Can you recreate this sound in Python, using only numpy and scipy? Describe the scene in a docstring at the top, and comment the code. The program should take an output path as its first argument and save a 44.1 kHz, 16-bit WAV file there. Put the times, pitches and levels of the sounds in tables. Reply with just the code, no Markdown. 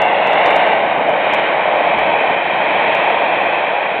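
"""Blasted rock slides down a quarry face, heard from far across the pit. From the start, boulder knocks
merge into a roar over deep thuds, and gravel into a hiss hollowed by a shifting ground reflection;
a machine whines faintly behind. The slide swells around 0.5 s, and its sharpest peaks overload the
narrow-band recorder with tiny clicks, thick until 0.6 s, then scattered. Soft wind brushes the
microphone at 0.5 s and 2 s. The roar rolls on in surges and eases a little towards 4 s."""
import sys
import numpy as np
from scipy import signal
from scipy.fft import rfft, irfft
from scipy.io import wavfile

SR = 44100
rng = np.random.default_rng(int(sys.argv[2]) if len(sys.argv) > 2 else 0)


def output_pcm(signal):
    """Save a mono or channel-first signal as 16-bit PCM at the path in sys.argv[1].

    Samples are clipped to [-1, 1] before scaling.
    """
    pcm = np.clip(np.atleast_2d(signal).T, -1, 1) * 32767
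    wavfile.write(sys.argv[1], SR, np.round(pcm).astype(np.int16))


N = 176400


def from_db(db):
    """Decibels to gain."""
    return 10 ** (np.asarray(db) / 20)


def rms_one(x):
    """Scale to rms 1."""
    return x / np.sqrt(np.mean(x ** 2) + 1e-20)


def in_time(rows, column=1):
    """One column of an automation curve at every sample."""
    columns = np.transpose(rows)
    return np.interp(np.arange(N) / SR, columns[0], columns[column])


def colour(x, points):
    """EQ by a table of f/Hz, gain/dB, with steep skirts beyond its ends."""
    hz, db = np.transpose(points)
    f = np.maximum(np.arange(N // 2 + 1) * SR / N, 1)
    skirts = np.minimum(f / hz[0], 1) ** 4 * np.minimum(hz[-1] / f, 1) ** 8
    return irfft(rfft(x) * skirts * from_db(np.interp(np.log(f), np.log(hz), db)), N)


def drift(rate_hz):
    """A slow random modulator with spread 1."""
    hop, settle = 100, 2000
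    pole = np.exp(-2 * np.pi * rate_hz * hop / SR)
    noise = rng.standard_normal(N // hop + settle + 2)
    slow = signal.lfilter([1], [1, -2 * pole, pole * pole], noise)[settle:]
    return np.interp(np.arange(N) / hop, np.arange(len(slow)), rms_one(slow - slow.mean()))


def impacts(spectrum, per_s, spread_db):
    """A dense shower of collisions of random size, each with the given spectrum; rms 1."""
    hits = rng.random(N) < per_s / SR
    sizes = from_db(spread_db * rng.standard_normal(N)) * rng.choice([-1, 1], N)
    return rms_one(colour(hits * sizes, spectrum))


def wind():
    """Soft, bassy puffs of air brush the microphone."""
    puffs = [(.5, .1, -51.5), (2.0, .07, -46)]  # bell-shaped swells: t/s, half length/s, level/dB
    puff_eq = [(30, -4.5), (70, 0), (110, -5.5)]  # tone of the buffeting: f/Hz, gain/dB
    t = np.arange(N) / SR
    swell = sum(from_db(db) * np.exp(-((t - at) / width) ** 2) for at, width, db in puffs)
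    return swell * rms_one(colour(rng.standard_normal(N), puff_eq))


def machine():
    """A steady far whine whose partials fade in and out on the wind."""
    partials = [(3, -31, -33.5), (4, -48.5, -46.5), (5, -34.5, -41.5), (6, -43, -40), (7, -47.5, -46),
                (8, -46, -38), (9, -44, -48.5), (10, -48, -45), (11, -53, -51.5)]  # overtones: harmonic number, start level/dB, end level/dB
    pitch_hz, wobble_hz, fade_db = 307.6, 0.2, 4.5
    phase = 2 * np.pi * np.cumsum(pitch_hz + wobble_hz * drift(rate_hz=2)) / SR
    whine = 0
    for harmonic, start_db, end_db in partials:
        fading = from_db(fade_db * drift(rate_hz=1.2))
        tone = np.sin(harmonic * phase + 2 * np.pi * rng.random())
        whine = whine + from_db(np.linspace(start_db, end_db, N)) * rms_one(fading * tone)
    return whine


def rumble(gain_db=1):
    """The low end: the heaviest blocks thud on the heap."""
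    flow = [(0.0, -33.5), (0.7, -31), (1.2, -32), (1.6, -33.5), (2.0, -32), (2.4, -34), (2.8, -32),
            (3.15, -35), (3.4, -31), (3.65, -38), (4.0, -37)]  # surges of falling blocks: t/s, relative level/dB
    thud_eq = [(25.0, -29), (40.0, -27), (70.0, -17.5), (90.0, -18.5), (130.0, -11.5), (180.0, -4.5),
               (220.0, -4), (255.0, -6.5), (315.0, -0.5), (360.0, -1)]  # tone of a thud: f/Hz, gain/dB
    return from_db(gain_db + in_time(flow)) * impacts(thud_eq, per_s=1200, spread_db=3)


def gravel(gain_db=-0.4):
    """Small stones hiss, brighter as the flow grows; a ground reflection combs the sound."""
    flow = [(0.0, -21), (0.2, -19.5), (0.35, -17.5), (0.62, -17.5), (0.75, -20), (0.97, -22.5),
            (1.18, -21.5), (1.35, -17.5), (1.58, -21), (1.85, -20), (2.15, -20), (2.4, -21.1),
            (2.65, -19.5), (2.92, -18), (3.3, -20), (3.55, -20), (3.82, -22.0), (4.0, -22.5)]  # surges of sliding gravel: t/s, relative level/dB
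    stone_eq = [(1350.0, -7), (1550.0, -2.4), (1700.0, -2.5), (1900.0, 1.5), (2150.0, 0), (2450.0, -1),
                (2700.0, -2.5), (3000.0, -8), (3280.0, -11), (3480.0, -14), (3750.0, -13.5),
                (4000.0, -25.5), (4220.0, -28.5), (4450.0, -45)]  # tone of a stone's tick: f/Hz, gain/dB
    top_eq = [(2600, -12), (3600, -1), (4400, 0)]  # the treble that swells most with the flow: f/Hz, gain/dB
    bounce = [(0.0, 1.42, 4.3), (0.2, 1.49, 1), (0.45, 1.38, 0.6), (0.8, 1.346, -4.5), (1.15, 1.3, 0.5),
              (1.6, 1.271, -1.5), (2.1, 1.246, 3), (2.6, 1.26, 1.2), (3.3, 1.21, 1.2), (4.0, 1.25, 1)]  # ground reflection: t/s, lag/ms, gain/dB on top of its EQ
    bounce_eq = [(1400, -32), (1950, -17), (2400, -5), (3000, -6.5), (3400, -7.5), (4000, -20.5)]  # tone of that reflection: f/Hz, gain/dB
    flow_db = in_time(flow)
    stones = impacts(stone_eq, per_s=14000, spread_db=2)
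    top_gain = from_db(0.32 * (flow_db - flow_db.mean()))
    direct = stones + colour(stones, top_eq) * (top_gain - 1)
    # The lag mostly shrinks, so the comb's notches glide upward.
    n, lag = np.arange(N), in_time(bounce) * SR / 1000
    delayed = np.interp(n - lag, n, colour(direct, bounce_eq))
    reflected = from_db(in_time(bounce, column=2)) * delayed
    return from_db(gain_db + flow_db) * rms_one(direct + reflected)


def boulders(gain_db=0.22):
    """The body of the roar: tumbling rocks knock together, too many to tell apart."""
    flow = [(0.0, -14.5), (0.2, -15.5), (0.45, -12.5), (0.68, -13.5), (0.8, -15.1), (1.15, -15.5),
            (1.33, -16), (1.55, -15), (1.75, -14), (2.0, -15.5), (2.3, -15), (2.48, -18.5), (2.7, -15.5),
            (2.88, -16), (3.1, -15), (3.28, -16.5), (3.5, -16.5), (4.0, -19.5)]  # surges of tumbling rock: t/s, relative level/dB
    knock_eq = [(380.0, -14.5), (450.0, -6), (500.0, -7), (570.0, -1), (700.0, 0.5), (770.0, -1.1),
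                (840.0, -0.66), (950.0, -5), (1080.0, -8), (1220.0, -14.5), (1350.0, -17.5)]  # tone of a knock: f/Hz, gain/dB
    return from_db(gain_db + in_time(flow)) * impacts(knock_eq, per_s=4000, spread_db=1.5)


def sharp_peaks(roar):
    """At each cue a blip with the roar's own colour brings the tallest nearby crest to a set height."""
    cues = [(0.02, 0.85), (0.0577, 0.73), (0.1333, 0.72), (.226, 0.7), (.272, 0.71), (.315, .72),
            (.3333, 0.77), (0.3933, 0.72), (0.434, 0.73), (0.458, 0.71), (0.461, 0.9), (0.4706, .79),
            (.5011, 0.71), (0.507, 0.76), (.517, 0.73), (0.549, 0.64), (0.5608, .8), (0.567, 0.83),
            (.5929, 0.73), (1.011, 0.71), (1.0927, 0.71), (1.245, 0.68), (1.3386, .81), (1.3477, 0.78),
            (1.988, 0.75), (2.213, 0.73), (2.9501, 0.78), (3.0444, 0.72)]  # transients: t/s, height before clipping/full scale
    reach, near = SR // 200, SR // 1000
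    autocorrelation = irfft(np.abs(rfft(roar)) ** 2, N)
    blip = np.roll(autocorrelation, reach)[:2 * reach + 1] * np.hanning(2 * reach + 1)
    out = roar.copy()
    for at, height in cues:
        start = int(at * SR) - near
        crest = start + np.argmax(np.abs(out[start:start + 2 * near]))
        lift = np.sign(out[crest]) * height - out[crest]
        out[crest - reach:crest + reach + 1] += lift * blip / blip[reach]
    return out


def scene():
    """The slide, the machine and the breeze, in mono."""
    return (rumble() + boulders() + gravel() + machine() + wind())[None]


def record(dry):
    """The recorder rounds the crests and keeps a narrow band; added peaks click against its ceiling."""
    knee, knee_room, ceiling, corner = 0.49, 0.097, 0.707, 0.04  # re full scale
    narrow_band = signal.ellip(12, 0.1, 90, 4450, fs=SR, output="sos")
    high_cut = signal.ellip(10, 0.1, 80, 15900, fs=SR, output="sos")
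    x = dry[0]
    # Soft saturation, its distortion kept to the mids.
    excess = x - np.clip(x, -knee, knee)
    shaved = excess - knee_room * np.tanh(excess / knee_room)
    rounded = x - colour(shaved, [(300, 0), (3600, 0)])
    peaky = sharp_peaks(signal.sosfilt(narrow_band, rounded))
    # Clipping splashes above the narrow band: the tiny clicks.
    held = np.clip(peaky, corner - ceiling, ceiling - corner)
    clipped = held + corner * np.tanh((peaky - held) / corner)
    return signal.sosfilt(high_cut, clipped)[None]


dry = scene()
out = record(dry)
output_pcm(out)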